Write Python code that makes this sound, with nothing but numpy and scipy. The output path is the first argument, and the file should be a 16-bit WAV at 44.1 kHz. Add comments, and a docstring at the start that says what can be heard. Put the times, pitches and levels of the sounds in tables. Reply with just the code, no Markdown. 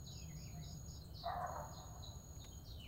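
"""A wooded garden by day

A distant animal, probably a dog, gives one hoarse, echoing call: rough pulses ring in throat and mouth.
A cricket trills in two bouts, one short tone per wing stroke, and a farther one joins in. Small birds
chip and whistle in sliding notes, scattered by the trees. Two soft hoots sound far off and two faint
ticks close by, over a steady chorus of far insects, a low outdoor rumble, a drone and a very high hiss."""
import sys
import numpy as np
from scipy import signal
from scipy.fft import rfft, irfft
from scipy.io import wavfile

SR = 44100
rng = np.random.default_rng(int(sys.argv[2]) if len(sys.argv) > 2 else 0)


def output_pcm(signal):
    """Save a mono or channel-first signal as 16-bit PCM at the path in sys.argv[1].

    Samples are clipped to [-1, 1] before scaling.
    """
    pcm = np.clip(np.atleast_2d(signal).T, -1, 1) * 32767
    wavfile.write(sys.argv[1], SR, np.round(pcm).astype(np.int16))


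N = 126567
TIME = np.arange(N) / SR

# how the hoarse call moves: t/s, level/dB, pitch f/Hz, mouth resonance f/Hz, upper resonance f/Hz
CALL_SHAPE = [(1.212, -73, 360, 1090, 2000), (1.251, -52, 355.9, 1074, 2030),
              (1.29, -40.5, 361.6, 1160, 1910), (1.344, -47, 359.5, 1070, 1720),
              (1.40, -42.5, 352.3, 954, 1620), (1.459, -41.5, 340.2, 976, 1610),
              (1.511, -48.5, 331.1, 963, 1520), (1.58, -45, 310.8, 910, 1467),
              (1.658, -54, 284.7, 825, 1490)]
# when the near and the far cricket trill: start t/s, end t/s, level/dB
NEAR_BOUTS = [(-.3, .98, -62.5), (1.4585, 2.58, -63)]
FAR_BOUTS = [(.9, 1.5, -80), (2.55, 2.9, -76.5)]
# birds' falling chips and soft whistles: start t/s, length t/s, from f/Hz, to f/Hz, level/dB
CHIPS = [(0.042, .04, 5460, 3900, -62.5), (0.06, 0.024, 4404, 3804, -54.5), (0.605, 0.041, 4870, 3704, -61),
         (1.134, 0.045, 5346, 3760, -56), (1.171, 0.049, 5804, 3900, -58.5),
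         (1.218, 0.029, 4480, 3770, -52.5), (1.713, 0.039, 5430, 3800, -62),
         (1.75, 0.037, 4422, 3764, -59.5), (2.01, 0.032, 5300, 4180, -71),
         (2.021, 0.025, 4230, 3856, -51.5), (2.385, 0.041, 4595, 3580, -60),
         (2.638, 0.051, 5630, 3800, -60.5), (2.688, 0.039, 4400, 3710, -60)]
WHISTLES = [(0.112, 0.03, 3320, 2880, -72), (0.141, 0.12, 2790, 2446, -72.5),
            (0.217, 0.036, 3360, 3020, -70), (0.288, 0.037, 2220, 1935, -69),
            (0.34, 0.13, 1984, 2963, -71.5), (0.46, 0.031, 2756, 2154, -67.5),
            (0.518, 0.03, 4280, 4130, -67.5), (0.55, .08, 1766, 2246, -76.5),
            (0.932, 0.048, 4030, 3700, -72.5), (1.008, 0.022, 4325, 4020, -65),
            (1.076, 0.075, 3060, 3094, -79), (1.503, 0.064, 4350, 4090, -73.5),
            (2.653, .035, 5800, 5600, -74), (2.512, 0.035, 3145, 3230, -66),
            (2.596, 0.24, 3260, 3140, -78.5), (2.775, 0.061, 3100, 2873, -60.5),
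            (2.822, 0.055, 2940, 2030, -66.5)]
# a second bird's phrases of three quick high notes: start t/s, last note's level/dB
PHRASES = [(0.107, -60), (.357, -61.5), (0.634, -61), (0.874, -61)]
# thin, very high peeps: start t/s, level/dB
PEEPS = [(.715, -76), (1.041, -70), (1.407, -71.5), (2.796, -71)]
# very distant hoots: start t/s, length t/s, f/Hz, level/dB
HOOTS = [(0.524, 0.063, 700.6, -66), (0.668, 0.058, 693, -69.5)]
# small ticks: start t/s, body level/dB, body resonance f/Hz, crackle level/dB, decay t/s
TICKS = [(2.364, -69, 2300, -68, .003), (2.443, -54, 610, -61, .009)]
# tone colour of the rumble, the far insects and the hiss: f/Hz, relative level/dB
RUMBLE_SPECTRUM = [(20, -11), (40, -9.5), (68, 3), (110, -1.5), (152, -5.5), (200, -14.5), (310, -18),
                   (480, -23.5), (700, -22.5), (900, -30), (1450, -33), (2100, -50), (3200, -41.5),
                   (6000, -55), (9500, -54.5), (16000, -38.5)]
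INSECT_SPECTRUM = [(2600, -36), (3500, -15), (4200, 6.5), (4700, -8), (5400, -21.5), (7300, -20.5),
                   (8300, -4.5), (9000, -37), (10500, -27.5), (15600, -5)]
HISS_SPECTRUM = [(9500, -17), (10500, -12), (11400, -7), (11700, -11), (12400, -4), (13400, -.5),
                 (14100, -2), (15000, 0), (15700, -1)]
# how the drone and the hiss rise and fall: t/s, level/dB
DRONE_LEVELS = [(0, -59.5), (.45, -55), (.85, -56.5), (1.2, -63.5), (1.6, -60), (2.1, -68.5), (2.87, -67)]
HISS_LEVELS = [(0, -74), (.4, -69), (.9, -72), (1.3, -72.5), (1.6, -67), (1.9, -72.5), (2.25, -73),
               (2.6, -69.5), (2.87, -74)]


def hoarse_call():
    """A clear yelp breaks into rough pulses through a closing mouth, and echoes far off."""
    jitter, rasp, flutter_db, fade_db_per_s = .07, .8, 2.5, 496
    yelp_at_s, yelp_hz, echo_delay_s, tail_s = 1.249, 687.4, .52, 1.56
    times, *columns = np.transpose(CALL_SHAPE)
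    db, pitch, mouth_hz, upper_hz = [np.interp(TIME, times, column) for column in columns]
    outside_call_s = np.abs(TIME - np.clip(TIME, times[0], times[-1]))
    db = db + flutter_db * drift(62) - fade_db_per_s * outside_call_s
    # each uneven cycle of the voice gives one pulse and one puff of noise
    cycles = np.cumsum(pitch * (1 + jitter * drift(120))) / SR
    pulses = rms_one(np.diff(np.floor(cycles), prepend=0))
    puffs = rms_one(rng.standard_normal(N) * (1 - cycles % 1) ** 2)
    source = pulses + rasp * puffs
    voice = (steep_resonance(source, hz=680, width_hz=440)
             + from_db(-4.5) * steep_resonance(source, mouth_hz, width_hz=330)
             + from_db(-15) * steep_resonance(source, upper_hz, width_hz=330))
    call = rms_one(band(voice, 440, 1900, order=5)) * from_db(db)
    add(call, echo_delay_s, from_db(-18.5) * band(call, 496, 1224))
    yelp = np.zeros(N)
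    add(yelp, yelp_at_s, from_db(-41) * glide(.045, yelp_hz, yelp_hz))
    call = trees(call, echo_db=-4, tail_s=.22)
    return trees(call, echo_db=-7.5, tail_s=tail_s) + trees(yelp, echo_db=-6.5, tail_s=tail_s)


def cricket(bouts):
    """Each wing stroke is a short swelling tone that slides up to the wing's resonance."""
    wing_hz, sag_hz, settle_s = 6750, 444, .0074
    stroke_s, strokes_per_s, jitter_s, spread_db = .02, 45.2, .00027, 1.5
    out, t = np.zeros(N), TIME[:int(stroke_s * SR)]
    cycles = np.cumsum(wing_hz - sag_hz * np.exp(-(t / settle_s) ** 2)) / SR
    swell = np.sin(np.pi * (t / stroke_s) ** 1.68)   # peaks late in the stroke
    for start, end, db in bouts:
        stroke_times = np.arange(start, end - stroke_s / 2, 1 / strokes_per_s)
        for at, (detune, phase, late, loud) in zip(stroke_times, rng.standard_normal((100, 4))):
            stroke = 2 * swell * np.sin(2 * np.pi * (cycles * (1 + .001 * detune) + phase))
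            add(out, at + jitter_s * late, from_db(db + spread_db * loud) * stroke)
    return out


def crickets():
    """A near cricket, and a far one blurred by the trees."""
    near = trees(cricket(NEAR_BOUTS), echo_db=-.5, tail_s=.2)
    far = trees(cricket(FAR_BOUTS), echo_db=7, tail_s=.25)
    return near + far


def birds():
    """Chips, high phrases, whistles and peeps: sliding notes, each scattered by the trees."""
    note_spacing_s, note_rise_db, waver_db = .032, 1.5, 2.5
    chips, notes, whistles, peeps = np.zeros((4, N))
    for start, length, from_hz, to_hz, db in CHIPS:
        rasp_hz = 120 + .09 * (from_hz - to_hz)   # a longer fall is raspier
        chip = glide(length, from_hz, to_hz, peak_at=.94, rasp_hz=rasp_hz, softness=.89)
        add(chips, start, from_db(db) * chip)
    for start, db in PHRASES:
        for k in range(3):
            note = glide(.024, from_hz=5517, to_hz=4540, rasp_hz=230)
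            add(notes, start + k * note_spacing_s, from_db(db + note_rise_db * (k - 2)) * note)
    for start, length, from_hz, to_hz, db in WHISTLES:
        add(whistles, start, from_db(db) * glide(length, from_hz, to_hz, rasp_hz=65, softness=.51))
    for start, db in PEEPS:
        add(peeps, start, from_db(db) * glide(.026, from_hz=8275, to_hz=6450, rasp_hz=900, softness=.37))
    return (trees(chips, echo_db=4.5, tail_s=.4)
            + trees(notes, echo_db=4.5, tail_s=.26)
            + trees(whistles * from_db(waver_db * drift(23)), echo_db=1, tail_s=.4)
            + trees(peeps, echo_db=-1, tail_s=.33))


def hoots():
    """Soft, far-off pure notes that hold their pitch."""
    out = np.zeros(N)
    for start, length, hz, db in HOOTS:
        add(out, start, from_db(db) * glide(length, hz, hz))
    return trees(out, echo_db=-1, tail_s=.35)


def ticks():
    """Brief crackles with a small ringing body, dying away fast."""
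    out = np.zeros(N)
    for start, body_db, hz, crackle_db, decay_s in TICKS:
        grit = rng.standard_normal(N)
        crackle = rms_one(band(grit, 500, 4200)) + from_db(-7) * rms_one(band(grit, 8500, 10500))
        body = rms_one(resonance(grit, hz, width_hz=180))
        tick = from_db(body_db) * body + from_db(crackle_db) * crackle
        add(out, start, tick * np.exp(-TIME / decay_s))
    return out


def background():
    """Shaped noise: a drone like a far motor, outdoor rumble, far insects and a very high hiss."""
    drone = steep_resonance(rng.standard_normal(N), hz=148.7, width_hz=35.4, order=2)
    drone *= from_db(np.interp(TIME, *np.transpose(DRONE_LEVELS)))
    rumble = from_db(-53) * noise(RUMBLE_SPECTRUM)
    insects = from_db(-72 + .6 * drift(10)) * noise(INSECT_SPECTRUM)
    hiss = from_db(np.interp(TIME, *np.transpose(HISS_LEVELS))) * noise(HISS_SPECTRUM)
    return drone + rumble + insects + hiss


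def trees(x, echo_db, tail_s):
    """Trunks and leaves add dense echoes that fall 60 dB in tail_s; the power stays about the same."""
    t = TIME[:SR * 3 // 2]
    build_up = 1 - np.exp(-t / .0037)
    echoes = rng.standard_normal(len(t)) * from_db(-60 * t / tail_s) * build_up
    scattered = signal.fftconvolve(x, echoes / np.linalg.norm(echoes))[:N]
    return (x + from_db(echo_db) * scattered) / np.sqrt(1 + from_db(echo_db) ** 2)


def glide(length_s, from_hz, to_hz, peak_at=.59, rasp_hz=0, softness=.88):
    """One sliding note that swells and fades; fast pitch flutter makes it raspy."""
    flutters_per_s = 900
    progress = np.linspace(0, 1, int(length_s * SR))
    flutter = np.interp(progress * length_s * flutters_per_s, np.arange(256), rng.standard_normal(256))
    swell = np.abs(np.sin(np.pi * np.interp(progress, [0, peak_at, 1], [0, .5, 1]))) ** softness
    hz = from_hz + (to_hz - from_hz) * progress + rasp_hz * flutter
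    return rms_one(swell * np.sin(2 * np.pi * (np.cumsum(hz) / SR + rng.random())))


def resonance(x, hz, width_hz, block=128):
    """Make a sound ring around one frequency, which may move."""
    out, state = np.zeros(N), np.zeros(2)
    hz = np.broadcast_to(hz, N)
    decay = np.exp(-np.pi * width_hz / SR)
    feed = np.array([1, 0, -1]) * (1 - decay ** 2) / 2
    for i in range(0, N, block):
        feedback = [1, -2 * decay * np.cos(2 * np.pi * hz[i] / SR), decay ** 2]
        out[i:i + block], state = signal.lfilter(feed, feedback, x[i:i + block], zi=state)
    return out


def steep_resonance(x, hz, width_hz, order=3):
    """The same resonance several times over, scaled to strength one."""
    for _ in range(order):
        x = resonance(x, hz, width_hz)
    return rms_one(x)


def band(x, low_hz, high_hz, order=2):
    """Keep what lies between two frequencies."""
    return signal.sosfilt(signal.butter(order, [low_hz, high_hz], "band", fs=SR, output="sos"), x)


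def noise(spectrum):
    """Noise of a given tone colour, at strength one."""
    hz, db = np.transpose(spectrum)
    f = np.fft.rfftfreq(N, 1 / SR) + 1
    gain = from_db(np.interp(np.log(f), np.log(hz), db))
    return rms_one(irfft(rfft(rng.standard_normal(N)) * gain, N))


def drift(rate_hz):
    """A random wander of strength one, mostly slower than rate_hz."""
    f = np.fft.rfftfreq(N, 1 / SR)
    gain = (f > 0) / (1 + (f / rate_hz) ** 2)
    return rms_one(irfft(rfft(rng.standard_normal(N)) * gain, N))


def from_db(db):
    """Turn decibels into a factor to multiply by."""
    return 10 ** (np.asarray(db) / 20)


def rms_one(x):
    """Scale to an average strength (root mean square) of one."""
    return x / np.sqrt(np.mean(x ** 2) + 1e-20)


def add(out, start_s, x):
    """Mix a sound in at a given time."""
    i = int(start_s * SR)
    first, end = max(i, 0), min(i + len(x), N)
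    if end > first:
        out[first:end] += x[first - i:end - i]


def scene():
    """The whole garden in one channel."""
    return (crickets() + birds() + hoots() + hoarse_call() + ticks() + background())[None]


def record(dry):
    """Cut the very highest treble steeply."""
    cutoff_hz = 15750
    return signal.sosfilt(signal.ellip(14, .1, 80, cutoff_hz, fs=SR, output="sos"), dry)


dry = scene()
out = record(dry)
output_pcm(out)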